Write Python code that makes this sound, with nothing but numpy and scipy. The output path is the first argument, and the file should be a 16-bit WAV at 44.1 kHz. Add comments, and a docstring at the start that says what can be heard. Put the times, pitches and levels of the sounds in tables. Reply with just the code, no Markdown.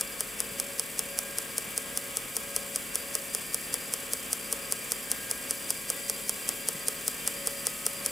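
"""An old sound spectrograph at work

On a laboratory bench a motor hums and its drive whines, spinning a paper-covered drum.
A stylus (a fine needle) hisses and sings along the paper. Five times a second it scrapes up
the overlap of the sheet, snaps off its edge and lands with a small knock on the hollow drum."""
import sys
import numpy as np
from scipy import signal
from scipy.fft import rfft, irfft, next_fast_len
from scipy.io import wavfile
from scipy.ndimage import map_coordinates

SR = 44100
rng = np.random.default_rng(int(sys.argv[2]) if len(sys.argv) > 2 else 0)


def file_out(sig):
    """Save sig as 16-bit WAV at sys.argv[1]."""
    # one column per channel
    cols = np.atleast_2d(sig).T
    # limit, then scale
    lim = np.clip(cols, -1, 1)
    pcm = np.round(lim * 32767).astype(np.int16)
    wavfile.write(sys.argv[1], SR, pcm)


N = 357636
TIME = np.arange(N) / SR
# The drum turns steadily, and the stylus drops off the paper's edge once a turn.
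FIRST_EDGE_S, TURN_S = .0108, .196366


def amp(db):
    """Turn decibels into a number to multiply a sound by."""
    return 10 ** (np.asarray(db) / 20)


def unit(x):
    """Scale a sound to an average (rms) level of 1."""
    return x / np.sqrt(np.mean(x ** 2) + 1e-20)


def along(points, hz):
    """Read between (Hz, value) points, giving each octave equal room."""
    point_hz, values = np.transpose(points)
    return np.interp(np.log(hz + 1), np.log(point_hz + 1), values)


def wobble(rate):
    """A smooth random curve through `rate` new values a second."""
    return map_coordinates(rng.standard_normal(int(N * rate / SR) + 4), [TIME * rate])


def filtered(x, response):
    """Multiply each frequency in a sound by response(hz)."""
    size = next_fast_len(N + SR // 2)
    hz = np.fft.rfftfreq(size, 1 / SR)
    return irfft(rfft(x, size) * response(hz), size)[..., :N]


def humps(resonances, hz):
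    """The boost in dB around resonances, the pitches at which a part likes to ring."""
    return sum(db * np.exp(-((hz - centre) / width) ** 2) for centre, width, db in resonances)


def rush(density_db):
    """Stereo noise whose shared middle part has density_db(hz) decibels per Hz."""
    # How alike the two ears are. Each row: frequency in Hz, likeness (1 means the same).
    likeness = [(60, 0.95), (130, 0.97), (290, 0.72), (640, 0.67), (1410, 0.5), (3100, 0.7), (5600, 1),
                (8300, 0.81), (10000, 0.94), (12300, 1), (14700, 0.78)]
    side_gain = lambda hz: np.tan(np.arccos(np.clip(along(likeness, hz), -1, 1)) / 2)
    white = rng.standard_normal((2, N)) * np.sqrt(SR / 2)
    mid, side = filtered(white, lambda hz: amp(density_db(hz)) * [np.ones_like(hz), side_gain(hz)])
    return np.array([mid + side, mid - side])


def impulse(spectrum, vary_db, size=256):
    """The shortest click of a given tone colour, different each time, with energy 1."""
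    hz = np.fft.rfftfreq(size, 1 / SR)
    chance = map_coordinates(rng.standard_normal(size=12), [hz / 2000])
    cepstrum = irfft(np.log(amp(along(spectrum, hz) + vary_db * chance)))
    # Folding the late half onto the early half packs the energy at the click's start.
    cepstrum[1:size // 2] *= 2
    cepstrum[size // 2 + 1:] = 0
    click = irfft(np.exp(rfft(cepstrum)))
    return click / np.linalg.norm(click)


def ring(modes, vary_db):
    """The fading tones (modes) of a struck part; neighbours swing in opposite directions."""
    t = TIME[:SR // 4]
    fade = lambda db, t60: amp(db + vary_db * rng.normal() - 60 * t / t60)
    return sum((-1) ** k * fade(db, t60) * np.cos(2 * np.pi * hz * t)
               for k, (hz, db, t60) in enumerate(modes))


def add(track, s, sound):
    """Mix a sound into a track, starting at s seconds."""
    part = track[max(round(s * SR), 0):][:len(sound)]
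    part += sound[:len(part)]


def tone(hz, db, drift, spread, scatter=1):
    """A stereo tone: drift shifts its wave, and the room sets the ears out of step by spread."""
    phase = 2 * np.pi * (hz * TIME + scatter * rng.random()) + drift
    apart = spread * rng.choice([-1, 1])
    ear_phases = phase % (2 * np.pi) + np.array([[apart], [-apart]])
    return np.sqrt(2) * amp(db) * np.sin(np.float32(ear_phases))


def flare_db(hz, half_length_s=0.19, reach_hz=110):
    """The change in dB over time as a tone at hz briefly flares up or dips."""
    # Each row: time of the peak in seconds, pitch in Hz, change in dB.
    flares = [(1.3, 1624, 3), (2.5, 1624, 2.5), (3.62, 4792, 4), (3.65, 1804, 3.5), (4.53, 559, 2.5),
              (4.6, 4792, 2), (5.22, 1624, 6), (5.22, 1804, 4), (6.03, 4792, 4), (6.05, 1970, 5),
              (6.2, 1624, -6), (7.8, 1263, 4)]
    return sum(db * np.exp(-((TIME - s) / half_length_s) ** 2 - ((hz - centre) / reach_hz) ** 2)
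               for s, centre, db in flares)


def room(x):
    """The room's soft echo in each ear; the treble dies first."""
    # Each row: frequency in Hz, seconds to fade by 60 dB.
    fade_times = [(200, 0.36), (4000, 0.15), (15000, 0.084)]
    hz, t, noise = signal.stft(rng.standard_normal((2, SR // 2)), SR, nperseg=256)
    fade = amp(-60 * t / along(fade_times, hz)[:, None])
    tail = signal.istft(noise * fade, SR, nperseg=256)[1]
    return signal.fftconvolve(x, tail / np.linalg.norm(tail[0]), axes=1)[:, :N]


def whir(flutter_db=1.0, edge_hz=4100):
    """Noise from bearings and air, coloured by the housing."""
    # The bare noise. Each row: frequency in Hz, level in dB per Hz.
    air = [(20, -96), (42, -74.5), (75, -83), (200, -78.5), (350, -80.5), (750, -84), (1500, -83.5),
           (2600, -80.5), (3500, -82.5), (4100, -91)]
    # The housing's resonances. Each row: pitch in Hz, width in Hz, boost in dB.
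    housing = [(505, 89, 5.1), (1104, 63, 7.1), (1625, 94, 3.6), (2310, 150, 2.3), (2720, 16, 5.5),
               (3450, 28, 6.2)]
    roll_off = lambda hz: 10 * np.log10(1 + (hz / edge_hz) ** 20)
    flutter = amp(flutter_db * wobble(14))
    return flutter * rush(lambda hz: along(air, hz) + humps(housing, hz) - roll_off(hz))


def hum(lag, shaft_hz=18.404, waver_db=1.5):
    """The motor hums at multiples of its shaft rate; partly in step, they flutter once a revolution."""
    # Each row: multiple of the shaft rate, level in dB.
    harmonics = [(7, -66), (8, -70), (9, -63), (11, -58), (12, -65), (13, -61), (14, -60.5), (15, -65.5),
                 (16, -64.5), (18, -66), (20, -64.5), (21, -70.5), (22, -65), (24, -59.5), (26, -66),
                 (27, -63.5), (29, -62.5), (34, -64.5), (38, -65)]
    return sum(tone(k * shaft_hz, db + waver_db * wobble(4), k * shaft_hz * lag,
                    spread=0.13, scatter=0.74) for k, db in harmonics)


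def whine(lag, level_db=-1, waver_db=2.5, rattle=0.16):
    """The drive whines; looseness in it roughens each tone on its own."""
    # Each row: pitch in Hz, relative level in dB.
    tones = [(1444, -66.5), (1593, -62.5), (1965, -66), (2165, -67), (2246, -64.5), (2274, -62.5),
             (2297, -57.5), (2327, -63), (2365, -66), (2419, -57.5), (2644, -61.5), (2725, -62),
             (2867, -66), (2905, -66.5), (4352, -68), (8136, -66), (8483, -59.5)]
    return sum(tone(hz, db + level_db + waver_db * wobble(6), hz * lag + rattle * wobble(25),
                    spread=0.11) for hz, db in tones)


def swells(lag, waver_db=.7):
    """Four drive tones swell and fade (beat) as close pitches drift into and out of step with them."""
    # One entry per tone: its pitch in Hz, and its level in dB before beating.
    pitches = [558.6, 1263.1, 1623.4, 1803.7]
    levels = [-57.5, -62.2, -59.3, -60.5]
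    # One list of neighbours per tone. Each row: distance in Hz, level against the tone in dB,
    # a time in seconds when the two are in step.
    beats = [
        [(1.456, -1, 0.55), (1.621, -3, .07), (2.039, -3.9, 0.17)],
        [(-.376, -7.5, 2.06), (.924, -9.5, 0.24)],
        [(-0.244, -6, 1.7), (-1.728, -8, 0.13)],
        [(0.512, -8.5, 1.44), (.267, -8, .41)],
    ]
    sound = np.zeros((2, N))
    for hz, db, neighbours in zip(pitches, levels, beats):
        beat = 1 + sum(amp(near_db) * np.exp(2j * np.pi * apart_hz * (TIME - crest_s))
                       for apart_hz, near_db, crest_s in neighbours)
        level_db = db + flare_db(hz) + waver_db * wobble(8)
        sound += abs(beat) * tone(hz, level_db, hz * lag + np.angle(beat), spread=0.2)
    return sound


def motor(slip=0.00034):
    """The motor and its drive all follow the same slight unsteadiness of speed."""
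    lag = slip * wobble(3)
    return hum(lag) + whine(lag) + swells(lag)


def bumps(rise_s=0.0026):
    """Now and then the frame gives a soft, low bump."""
    # The frame's tones. Each row: pitch in Hz, relative level in dB, seconds to fade by 60 dB.
    frame = [(112, -8, .1), (150, -7, .08), (201, 0, .1), (490, -1, .05)]
    # The bumps. Each row: start in seconds, level in dB.
    moments = [(0.511, -36.5), (1.669, -38), (6.745, -35)]
    thud = ring(frame, vary_db=0)
    thud *= 1 - np.exp(-TIME[:len(thud)] / rise_s)
    track = np.zeros(N)
    for s, db in moments:
        add(track, s, amp(db) * thud)
    return np.array([track, track])


def singing(waver_db=1.0):
    """Friction keeps three tones of the stylus ringing, louder as it climbs the drum."""
    # Each row: pitch in Hz, width in Hz, starting level in dB, growth in dB per second.
    modes = [(1968, 29, -59, 0.41), (3148, 15, -62, .9), (4790, 14, -56.5, .7)]
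    sound = np.zeros((2, N))
    for centre, width, db, growth in modes:
        level_db = db + growth * TIME + flare_db(centre) + waver_db * wobble(3.04)
        narrow_noise = rush(lambda hz: -20 * np.log10(1 + ((hz - centre) / (2 * width)) ** 2))
        sound += amp(level_db) * unit(narrow_noise)
    return sound


def rubbing(hiss_db=-0.6, grain_db=1, growth_db_per_s=.27):
    """The paper's grain shakes the stylus arm into a hiss that grows as the stylus climbs."""
    # The paper's hiss. Each row: frequency in Hz, relative level in dB per Hz.
    paper = [(2500, -115), (4000, -89), (5200, -85), (6200, -85.5), (8000, -81), (10000, -81), (11700, -85),
             (13400, -88.2), (15500, -87.5), (16300, -120)]
    # The arm's resonances. Each row: pitch in Hz, width in Hz, boost in dB.
    arm = [(4488, 75, 4), (7646, 490, 5.5), (8478, 60, 4.3), (9184, 102, 6.4), (10484, 83, 5.6),
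           (11098, 286, 5.8), (12330, 321, 10.3), (14559, 270, 5), (15027, 252, 5.5)]
    # Rough and smooth stretches pass every turn. Each row: seconds after the edge, change in dB.
    sheet = [(0, 0), (.025, 0.4), (.047, 1), (.057, -2), (.068, 2.5), (0.073, -0.9), (.12, 0), (.16, -1.15),
             (.196, 0)]
    hiss = rush(lambda hz: along(paper, hz) + humps(arm, hz))
    sheet_db = np.interp((TIME - FIRST_EDGE_S) % TURN_S, *np.transpose(sheet))
    return hiss * amp(hiss_db + growth_db_per_s * TIME + sheet_db + grain_db * wobble(250))


def seam(lead_s=0.0162, scrape_db=-2, snap_db=0.64, knock_db=1.0, rebound_s=.0023, rebound_db=-18,
         shiver_db=-29, shiver_fade_s=0.033, growth_db_per_s=0.26, scatter_db=.5):
    """Each turn the stylus scrapes up the overlap, snaps off its edge, knocks the drum and rebounds."""
    # The scrape's course. Each row: seconds after meeting the overlap, relative level in dB.
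    overlap = [(0, -37), (.003, -40), (.0055, -37), (.007, -33.5), (.0105, -38), (.013, -37.5),
               (0.014, -33.5), (.018, -53)]
    # Tone colours of the scrape and the snap. Each row: frequency in Hz, relative level in dB.
    scrape_colour = [(1500, -22), (3800, -15), (5000, -4), (7000, -3), (9000, 0), (11000, -3), (13000, -10),
                     (15500, -11), (16500, -35)]
    snap_colour = [(300, -30), (1500, -22), (3700, -28), (4500, -13.5), (5200, -7), (7200, -9.5), (9400, 0),
                   (11000, -2.5), (12000, -8), (13000, -15.5), (14000, -14.5), (16000, -26), (17000, -34)]
    # The hollow drum's tones. Each row: pitch in Hz, relative level in dB, seconds to fade by 60 dB.
    drum = [(442.4, -36.5, 0.046), (590, -32, 0.013), (770, -33.5, 0.0081), (1077, -40.5, 0.028),
            (1280, -42, 0.036), (1710, -38.5, 0.0087), (3264, -35, 0.012)]
    clicks, friction = np.zeros((2, N))
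    t = TIME[:SR // 10]
    when, level = np.transpose(overlap)
    scrape = amp(scrape_db + np.interp(t, when, level)) * (t < when[-1])
    shiver = amp(shiver_db - 60 * t / shiver_fade_s)  # the sheet's loose edge, after the snap
    for edge_s in np.arange(FIRST_EDGE_S, N / SR, TURN_S):
        # Ticks grow as the stylus climbs, and no two are quite alike.
        db = growth_db_per_s * edge_s + scatter_db * rng.normal()
        add(friction, edge_s - lead_s, amp(db) * scrape)
        add(clicks, edge_s, amp(db + snap_db) * impulse(snap_colour, vary_db=0.24))
        add(friction, edge_s, amp(db) * shiver)
        bounce_s = edge_s + rebound_s * (1 + 0.076 * rng.normal())
        bounce = amp(db + rebound_db + 2 * rng.normal()) * impulse(scrape_colour, vary_db=8.0)
        add(clicks, bounce_s, bounce)
        add(clicks, (edge_s + bounce_s) / 2, amp(db + knock_db) * ring(drum, vary_db=1.16))
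    return clicks + friction * unit(rush(lambda hz: along(scrape_colour, hz)))


def scene(room_db=-23, ear_lag_s=2.5e-6):
    """The machine stands close by and a little to the left, so that side hears it first and louder."""
    # Each row: frequency in Hz, how much louder the left is than the right in dB.
    lean = [(60, 1), (250, 2), (600, 2.5), (1500, 1.3), (3000, 1.6), (6000, 0.2), (14000, 0.8)]
    ticks = seam()
    machine = ticks + amp(room_db) * room(ticks) + motor() + whir() + rubbing() + singing() + bumps()
    ears = np.array([[.5], [-.5]])
    time_shift = lambda hz: np.exp(2j * np.pi * hz * ears * ear_lag_s)
    return filtered(machine, lambda hz: amp(ears * along(lean, hz)) * time_shift(hz))


def record(dry):
    """Cut away the very highest treble."""
    return filtered(dry, lambda hz: hz < 16950)


dry = scene()
out = record(dry)
file_out(out)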